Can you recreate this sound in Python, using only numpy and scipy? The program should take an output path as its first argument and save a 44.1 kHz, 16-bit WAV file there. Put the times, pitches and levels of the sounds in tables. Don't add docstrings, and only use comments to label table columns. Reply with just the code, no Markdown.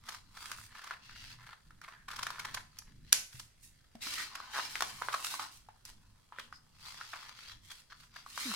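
import sys
import numpy as np
from scipy import signal
from scipy.fft import rfft, irfft
from scipy.io import wavfile
from scipy.ndimage import uniform_filter1d

SR = 44100
rng = np.random.default_rng(int(sys.argv[2]) if len(sys.argv) > 2 else 0)


def generate_wav(sig):
    pcm = np.round(np.clip(np.atleast_2d(sig).T, -1, 1) * 32767).astype(np.int16)
    wavfile.write(sys.argv[1], SR, pcm)


N = 377055
TIME = np.arange(N) / SR
CLACK_S = 3.1286

# (frequency [Hz], density [dB per Hz])
SHEET = [(100, -21.5), (330, -19.5), (520, -21.5), (750, -12.5), (1100, -3), (1600, -1.5), (2500, -10.5),
         (4000, -13.5), (8000, -48)]
# (frequency [Hz], density [dB per Hz])
EDGE = [(600, -16.5), (2000, -3), (5500, -0.5), (8000, -10), (11000, -11), (16000, -21.5)]
# (frequency [Hz], width [Hz], level before width weighting [dB])
SCISSORS = [(1670, 89, -4.5), (2480, 280, -9), (4745, 370, -0.5), (5750, 370, 3.5), (7060, 230, -3),
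            (9700, 950, -7)]
# (frequency [Hz], density [dB per Hz])
CLACK_SPREAD = [(400, -20), (1500, -2.5), (2500, 3), (3400, -0.5), (6300, 4.5), (8500, -6.5), (11000, -2),
                (15500, -11)]


def undb(db):
    return np.exp(np.asarray(db) * np.log(10) / 20)


def unit(x):
    return x / np.sqrt(np.mean(x ** 2))


def add(out, start_s, sound):
    i = max(int(start_s * SR), 0)
    out[:, i:i + sound.shape[-1]] += sound[..., :max(N - i, 0)]


def colour(x, points, size=2048):
    hz, db = np.transpose(points)
    bins_hz = np.maximum(np.fft.rfftfreq(size, 1 / SR), 1)
    curve_db = np.interp(np.log(bins_hz), np.log(hz), db)
    cepstrum = irfft(np.log(undb(curve_db)))
    cepstrum[1:size // 2] *= 2
    cepstrum[size // 2 + 1:] = 0
    response = irfft(np.exp(rfft(cepstrum)))
    return signal.oaconvolve(x, response[None], axes=-1)[:, :x.shape[-1]]


def low_cut(x, hz):
    return signal.sosfilt(signal.butter(2, hz, "high", fs=SR, output="sos"), x)


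def resonate(x, hz, q):
    return signal.lfilter(*signal.iirpeak(hz, q, SR), x)


def rings(x, modes):
    return sum(undb(db) * resonate(x, hz, hz / width_hz) for hz, width_hz, db in modes)


def walk(rate_hz):
    hold = int(SR / rate_hz)
    steps = np.repeat(rng.standard_normal(N // hold + 1), hold)
    return unit(uniform_filter1d(steps, hold)[:N])


def wandering(x, low_hz, high_hz, width_hz, swing_db, rate_hz, count):
    out, hold = 0, int(SR / rate_hz)
    pitches_hz = np.geomspace(low_hz, high_hz, count) * np.exp(.03 * rng.standard_normal(count))
    for hz in pitches_hz:
        swing = np.clip(1.2 * rng.standard_normal(N // hold + 2), -2, 1.5)
        knots = undb(swing_db * swing)
        gain = np.interp(TIME, np.arange(len(knots)) / rate_hz, knots)
        out = out + gain * resonate(x, hz, hz / width_hz)
    return unit(out)


def pair(x, apart):
    return x[0] + apart * np.array([x[1], -x[1]])


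def ports(x, balance):
    return np.vstack([colour(port[None], [(hz, sign * db / 2) for hz, db in balance])
                      for port, sign in zip(x, (1, -1))])


def grains(rate_per_s, spread_db):
    out = np.zeros((2, N))
    hit = rng.random((2, N), dtype=np.float32) < rate_per_s / SR
    chance = rng.standard_normal((2, N), dtype=np.float32)[hit]
    size = rng.standard_exponential((2, N), dtype=np.float32)[hit]
    out[hit] = np.sign(chance) * undb(spread_db * np.minimum(size, 4))
    return out


def room_tone(hiss_db=-67, waver_db=3.0, hum_db=-8):
    # (frequency [Hz], density [dB per Hz])
    tone = [(20, -3.5), (110, -11.5), (190, -16.5), (1000, -29.5), (2400, -45.5), (4800, -36),
            (16000, -55.5)]
    # (time [s], level [dB])
    rumble = [(0, -64), (3.3, -63), (4, -66), (8.5, -67)]
    noise = unit(colour(rng.standard_normal((2, N)), tone, size=8192))
    low = signal.sosfilt(signal.butter(2, 300, "low", fs=SR, output="sos"), noise)
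    high = low_cut(noise, 300)
    hums = wandering(pair(low, .5), low_hz=99.95, high_hz=235.4, width_hz=5.6, swing_db=6.5,
                     rate_hz=3.7, count=5)
    swell = undb(np.interp(TIME, *np.transpose(rumble)) + waver_db * walk(9.2))
    return (pair(low, 0.11) + undb(hum_db) * hums) * swell + undb(hiss_db) * high


def effort(strokes, release_s, rest_db):
    gains = np.full((3, N), undb(rest_db))
    for start_s, attack_s, held_s, *db in strokes:
        rise = np.minimum(TIME - start_s, 0) / attack_s
        fall = np.maximum(TIME - start_s - held_s, 0) / release_s
        gains = np.maximum(gains, undb(db)[:, None] * np.exp(rise - fall))
    return gains


def moving_hands(x):
    share, lag_s, travel_s = .45, .0009, .00022
    echoes = [np.interp(TIME - lag_s - travel_s * walk(5), TIME, port) for port in x]
    return (x + share * np.array(echoes)) / np.hypot(1, share)


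def tensioned(x):
    # (time [s], pitch ratio [1])
    tension = [(.4, 1.015), (1.2, 1.127), (2.4, 0.99), (3.35, 1.32), (4.2, 1.19), (4.35, 0.91), (5.42, .88),
               (6.9, .92), (7.45, 1.095)]
    place = np.cumsum(np.interp(TIME, *np.transpose(tension))) % (N - 1)
    return np.array([np.interp(place, np.arange(N), port) for port in x])


def friction(gains, snag_share, flutter_db, body_db, ring_db, hiss_db, hiss_ring_db, fizz_db):
    # (frequency [Hz], density [dB per Hz])
    hiss_colour = [(500, -20.5), (1500, -11), (2400, -5), (4800, -2.5), (5600, -7.5), (6700, -13.5),
                   (9000, -32.5), (15000, -38)]
    # (frequency [Hz], density [dB per Hz])
    fizz_colour = [(3000, -43), (6000, 0.5), (8000, 3), (10500, 0.5), (16000, -8.5)]
    snags_per_s, snag_decay_s = 210, .0012
    fibres_per_s, fibre_spread_db = 1500, 2.8

    catches = np.abs(grains(snags_per_s, 0.94)[0])
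    snags = unit(signal.lfilter([1], [1, -np.exp(-1 / (snag_decay_s * SR))], catches))
    grip = unit(1 + snag_share * snags)

    fibres = moving_hands(pair(grains(fibres_per_s, fibre_spread_db), 0.16))
    crackle = unit(tensioned(colour(fibres, SHEET)) * grip)
    bending = wandering(crackle, low_hz=850, high_hz=1993, width_hz=71, swing_db=6.5, rate_hz=21, count=11)
    body = unit(crackle + undb(ring_db) * bending) * undb(flutter_db * walk(70))

    fine = moving_hands(grains(4 * fibres_per_s, fibre_spread_db)) * grip ** .7
    hiss = unit(colour(fine, hiss_colour))
    singing = wandering(hiss, low_hz=1888, high_hz=5890, width_hz=72, swing_db=7.5, rate_hz=14, count=12)
    hiss = unit(hiss + undb(hiss_ring_db) * singing)
    fizz = unit(colour(fine, fizz_colour))
    layers = undb(body_db) * body, undb(hiss_db) * hiss, undb(fizz_db) * fizz
    return sum(layer * gain for layer, gain in zip(layers, gains))


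def tears(body_gain_db=1.0, edge_gain_db=-0.5):
    # (crest [s], sheet body [dB], crisp edge [dB])
    bunches = [(.091, -42.5, -39), (.148, -46, -47), (.373, -49, -49.5), (.752, -49.5, -57),
               (.785, -56, -53), (.843, -45.5, -49), (.875, -49, -50), (.938, -43, -57), (1.473, -51, -62),
               (1.533, -47.5, -65), (1.841, -50, -56), (1.887, -49, -57.5), (1.939, -54, -72),
               (2.087, -40.5, -45.5), (2.116, -49, -44), (2.165, -49, -41.5), (2.193, -38, -42.5),
               (2.232, -38.5, -34.5), (2.398, -40.5, -39), (2.453, -36.5, -41.5), (2.547, -38.5, -34.5),
               (2.575, -38.5, -56), (2.822, -58, -59), (3.33, -62.5, -54), (3.356, -67, -54),
               (3.399, -55.5, -42), (4.07, -43, -51), (4.14, -51, -37), (4.356, -39.5, -41),
               (4.598, -34, -60), (5.13, -37.5, -41), (5.144, -33.5, -42), (5.398, -45, -55),
               (6.398, -42.5, -45.5), (7.138, -41.5, -52), (7.161, -50, -52.5), (7.23, -48.5, -57),
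               (7.718, -52, -47), (7.923, -54.5, -69), (8.164, -46, -53.5)]
    rise_s, fall_s = 0.003, 0.0039
    force, t = np.zeros((2, N)), np.arange(-SR // 50, SR // 50) / SR
    swell = np.exp(-(t / np.where(t < 0, rise_s, fall_s)) ** 2 / 2)
    for crest_s, body_db, edge_db in bunches:
        add(force, crest_s + t[0], undb([[body_db], [edge_db]]) * swell)
    body = unit(colour(pair(grains(4500, 1.5), 0.31), SHEET))
    body = unit(body + wandering(body, low_hz=740, high_hz=3230, width_hz=180, swing_db=9,
                                 rate_hz=28, count=8))
    edge = unit(colour(pair(grains(6500, 1.7), 1.0), EDGE))
    return undb(body_gain_db) * force[0] * body + undb(edge_gain_db) * force[1] * edge


def buckle(drive_db, hz, crisp_db, crack_s=0.0034, crack_db=-5, rustle_db=-20, rustle_s=0.021):
    cycles_to_crest = np.interp(drive_db, [-34, -22], [.85, .46])
    rebound_share, rebound_lag = .35, int(rng.uniform(.0018, .003) * SR)
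    t = np.arange(SR // 25) / SR
    age = t * hz / cycles_to_crest
    flip = age * np.exp(1 - age) * -np.sin(2 * np.pi * hz * t)
    flip = flip + rebound_share * np.pad(flip, (rebound_lag, 0))[:len(t)]
    crack = unit(colour(pair(rng.standard_normal((2, len(t))), 0.84), EDGE)) * np.exp(-t / crack_s)
    rustle = unit(colour(rng.standard_normal((2, len(t))), SHEET)) * np.exp(-t / rustle_s)
    return flip + undb(crisp_db + crack_db) * crack + undb(rustle_db) * rustle


def pops(gain_db=1.0):
    # (time [s], level [dB], pitch [Hz], crisp edge re body [dB])
    buckles = [(.457, -43.5, 1600, 7.5), (0.5161, -31, 1400, 0), (.586, -41, 1380, -18),
               (0.9091, -25.5, 1440, -18), (.912, -30.5, 1520, -18), (1.095, -40.5, 1530, -18),
               (1.161, -44.5, 1460, -17), (1.707, -46, 1420, -14), (1.816, -41.5, 1484, -11),
               (2.105, -36.5, 1400, -9), (2.1335, -37.5, 1460, -8), (2.2671, -26.5, 1470, -4),
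               (2.2688, -27.5, 1560, -11), (2.304, -28.5, 1200, -5), (2.384, -36.5, 1330, -23),
               (3.953, -47.5, 720, -0.5), (4.402, -33, 1200, -13), (4.7554, -21.5, 2060, -11),
               (4.807, -21.5, 1335, -4.5), (4.8226, -19.5, 1074, -3), (5.0164, -33, 1080, -18),
               (5.0205, -22, 1248, -17), (5.0855, -20.5, 1230, -27), (5.1456, -22, 1180, -12),
               (5.2462, -31.5, 1268, 7.5), (5.268, -35.5, 1380, 5), (5.34, -31, 1110, -3),
               (5.395, -29, 1100, -8), (5.687, -42, 870, -16), (6.323, -38, 1045, -31),
               (6.3858, -30, 1680, -18), (6.526, -35.5, 1340, -15.5), (7.012, -30.5, 1490, -25),
               (7.1328, -35.5, 1450, -12), (8.263, -37.5, 1160, -15), (8.3767, -26.5, 1240, -9),
               (8.516, -29, 1300, -15), (8.539, -32, 1140, 2)]
    # (start [s], end [s], slips [per s], full level [dB])
    judder = (4.536, 4.59, 135, -24)
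    out = np.zeros((2, N))
    for s, db, hz, crisp_db in buckles:
        add(out, s, undb(db + gain_db) * buckle(db, hz, crisp_db))
    start_s, end_s, slips_per_s, db = judder
    for s in np.arange(start_s, end_s, 1 / slips_per_s):
        push = min((s - start_s) / (end_s - start_s) + 0.35, 1)
        slip_s = s + rng.normal(0, .0006)
        hz = 1250 * np.exp(rng.normal(0, .15))
        add(out, slip_s, push * undb(db) * buckle(db, hz, -13))
    return out


def ticks(decay_s=0.0038, ring_db=-7, scrape_db=-8):
    # (time [s], level [dB])
    touches = [(1.815, -50.5), (2.7869, -34.5), (5.852, -39)]
    out, t = np.zeros((2, N)), np.arange(SR // 20) / SR
    for s, db in touches:
        noise = rng.standard_normal((2, len(t)))
        scrape = undb(scrape_db) * unit(colour(noise, CLACK_SPREAD))
        ring = undb(ring_db) * unit(rings(noise, SCISSORS))
        add(out, s, undb(db) * (scrape + ring) * np.exp(-t / decay_s))
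    return out


def sings():
    # (crest [s], rms level at crest [dB], pitch [Hz], Gaussian half-length [s], sharpness Q [1])
    swells = [(1.98, -62.5, 1670, 0.049, 10), (4.204, -44.5, 1880, 0.027, 25),
              (6.418, -57.5, 3100, 0.035, 3.6), (6.556, -59.5, 5030, .018, 16), (7.0, -62, 5295, 0.079, 14)]
    rub = rng.standard_normal((2, N))
    return sum(undb(db) * np.exp(-((TIME - s) / length_s) ** 2 / 2) * unit(resonate(rub, hz, q))
               for s, db, hz, length_s, q in swells)


def clack(level_db=2, scrape_s=0.0044, scrape_db=-24, crack_db=-12, crack_s=0.0012):
    t = np.arange(SR // 20) / SR
    blow = sum(width_hz * undb(db) * np.sin(2 * np.pi * hz * t) * np.exp(-np.pi * width_hz * t)
               for hz, width_hz, db in SCISSORS)
    noise = unit(colour(pair(rng.standard_normal((2, len(t))), .8), CLACK_SPREAD))
    crack = undb(crack_db) * noise * np.exp(-t / crack_s)
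    out = np.zeros((2, N))
    add(out, CLACK_S, blow / np.abs(blow).max() + crack)
    shear = noise[:, -int(scrape_s * SR):]
    add(out, CLACK_S - scrape_s, undb(scrape_db) * shear * np.linspace(.5, 1, shear.shape[1]))
    return undb(level_db) * out


def clack_outwards(level_db=12):
    return undb(level_db) * colour(signal.unit_impulse(N, int(CLACK_S * SR))[None], CLACK_SPREAD)


def blade_ring(t60_s=0.38):
    # (frequency [Hz], peak level [dB])
    tones = [(1529, -45.5), (2977, -48), (4673, -48.5), (5626, -45.5), (6007, -46), (6728, -45.5),
             (10466, -53), (10997, -53)]
    out, t = np.zeros((2, N)), np.arange(SR // 2) / SR
    for hz, db in tones:
        phase = rng.uniform(0, 3.1, (2, 1))
        add(out, CLACK_S, undb(db - 60 * t / t60_s) * np.sin(2 * np.pi * hz * t + phase))
    return out


def table_top():
    # (time [s], starting level [dB], pitch [Hz], ring t60 [s])
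    bumps = [(3.345, -45.5, 118, 0.16), (3.951, -45, 234, 0.07), (4.066, -47.5, 285, 0.06),
             (6.386, -48, 546, 0.029)]
    out, t = np.zeros((2, N)), np.arange(SR // 4) / SR
    for s, db, hz, t60_s in bumps:
        add(out, s, undb(db - 60 * t / t60_s) * np.sin(2 * np.pi * hz * t))
    return out


def drag(start_s=8.452, length_s=0.085, level_db=-40, octave_db=-22):
    start_hz, sag_hz_per_s = 283.3, 1290
    attack_s, release_s = 0.0056, 0.035
    t = np.clip(TIME - start_s, 0, length_s)
    pressure = np.clip(np.minimum(t / attack_s, (length_s - t) / release_s), 0, 1)
    phase = 2 * np.pi * (start_hz - sag_hz_per_s * t / 2) * t
    return undb(level_db) * pressure * (np.sin(phase) + undb(octave_db) * np.sin(2 * phase))


def room(x, wet_db=-10, t60_s=0.33, delay_s=0.004):
    # (frequency [Hz], density [dB per Hz])
    echo = [(100, -1), (600, 3.5), (1500, -6), (6000, -3), (10000, -3), (16000, -12.5)]
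    t = np.arange(SR) / SR
    tail = colour(rng.standard_normal((2, SR)) * undb(-60 * t / t60_s) * (t > delay_s), echo)
    return undb(wet_db) * signal.oaconvolve(x, unit(tail) / np.sqrt(SR), axes=-1)[:, :N]


def scene():
    # (time [s], attack [s], hold [s], sheet crackle [dB], blade hiss [dB], fine fizz [dB])
    squeezes = [(.09, 0.031, 0.056, -52.5, -55, -57), (.415, 0.054, .12, -51.5, -54, -54.5),
                (.57, 0.022, 0.085, -64.5, -59, -56.5), (.76, 0.055, 0.18, -53, -60, -65),
                (1.05, 0.046, 0.1, -63, -59.5, -69), (1.16, 0.017, 0.17, -59, -55, -63),
                (1.44, 0.073, 0.083, -55, -66.5, -69), (1.835, 0.015, 0.1, -58, -67, -70),
                (2.1, 0.0072, 0.49, -52, -59, -62.5), (2.77, 0.085, 0.026, -66.5, -67, -72),
                (2.865, .008, 0.04, -64, -74, -80), (3.09, 0.03, 0.03, -68, -61.5, -69),
                (5.86, 0.0068, 0.036, -64.5, -58.5, -59), (6.33, 0.004, 0.061, -59, -78, -78),
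                (6.87, 0.056, 0.053, -57.5, -52, -56), (6.95, .02, 0.18, -58, -54.5, -60.5),
                (7.13, 0.028, 0.17, -55, -55.5, -63), (7.39, 0.052, 0.13, -58.5, -53.5, -61.5),
                (7.65, 0.023, 0.15, -70, -62, -63), (7.708, 0.01, 0.017, -54.5, -53, -54.5),
                (7.903, 0.0054, 0.022, -59, -59.5, -72), (7.99, 0.029, 0.051, -64, -63, -65.5),
                (8.165, 0.027, 0.036, -58.5, -55.5, -63.5)]
    # (time [s], attack [s], hold [s], sheet crackle [dB], rubbing hiss [dB], fine fizz [dB])
    pushes = [(3.335, 0.022, 0.084, -68, -59.5, -60), (3.64, 0.015, 0.0054, -85, -62, -55.5),
              (4.022, 0.0067, 0.15, -51, -41, -48), (4.185, 0.027, 0.044, -45, -40.5, -48.5),
              (4.3, 0.023, 0.27, -54.5, -55, -67.5), (4.55, 0.03, 0.11, -49, -42.5, -51.5),
              (4.7, 0.022, 0.2, -54.5, -47.5, -53), (4.89, .02, 0.29, -55.5, -52.5, -56.5),
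              (5.13, 0.021, 0.12, -53.5, -48.5, -52), (5.245, 0.022, 0.04, -55, -44, -45),
              (5.31, .025, .04, -50.5, -43, -45), (5.397, 0.011, 0.029, -43, -43.5, -50),
              (5.52, .02, .04, -72, -58.5, -61), (8.3, 0.035, 0.08, -72, -54.5, -58.5),
              (8.4, 0.049, 0.17, -50, -41, -46.5)]
    # (frequency [Hz], width [Hz], gain [dB])
    table_modes = [(291.5, 99, 5.5), (1050, 8.3, -7.5), (1290, 22, -11.5)]
    # (frequency [Hz], left minus right [dB])
    clack_side = [(2800, 0), (5000, 2), (8500, -2.5)]

    squeeze = effort(squeezes, release_s=0.03, rest_db=-77.0)
    push = effort(pushes, release_s=0.038, rest_db=-84)
    cutting = friction(squeeze, snag_share=.95, flutter_db=2.0, body_db=-1, ring_db=-7,
                       hiss_db=0.5, hiss_ring_db=-5.5, fizz_db=-3.5)
    sliding = friction(push, snag_share=.4, flutter_db=1.8, body_db=-2.0, ring_db=-1,
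                       hiss_db=-1.5, hiss_ring_db=-3.5, fizz_db=-1.5)
    buckling = low_cut(pops(), hz=637)
    paper = cutting + sliding + tears() + buckling
    near = paper + rings(sliding + buckling, table_modes) + sings() + ticks() + table_top()
    steel = ports(low_cut(clack(), hz=1150), clack_side) + blade_ring()
    return near + steel + drag() + room(near + clack_outwards()) + room_tone()


def record(dry):
    # (frequency [Hz], left minus right [dB])
    balance = [(200, -0.5), (700, 3.5), (1290, -1), (2400, 0), (4400, 4.5), (6000, 0.5), (8200, -9.5),
               (15000, -8.5)]
    top_hz = 15900
    held = np.clip(ports(dry, balance), -.74, .74)
    return signal.sosfilt(signal.ellip(10, .2, 70, top_hz, fs=SR, output="sos"), held)


dry = scene()
out = record(dry)
generate_wav(out)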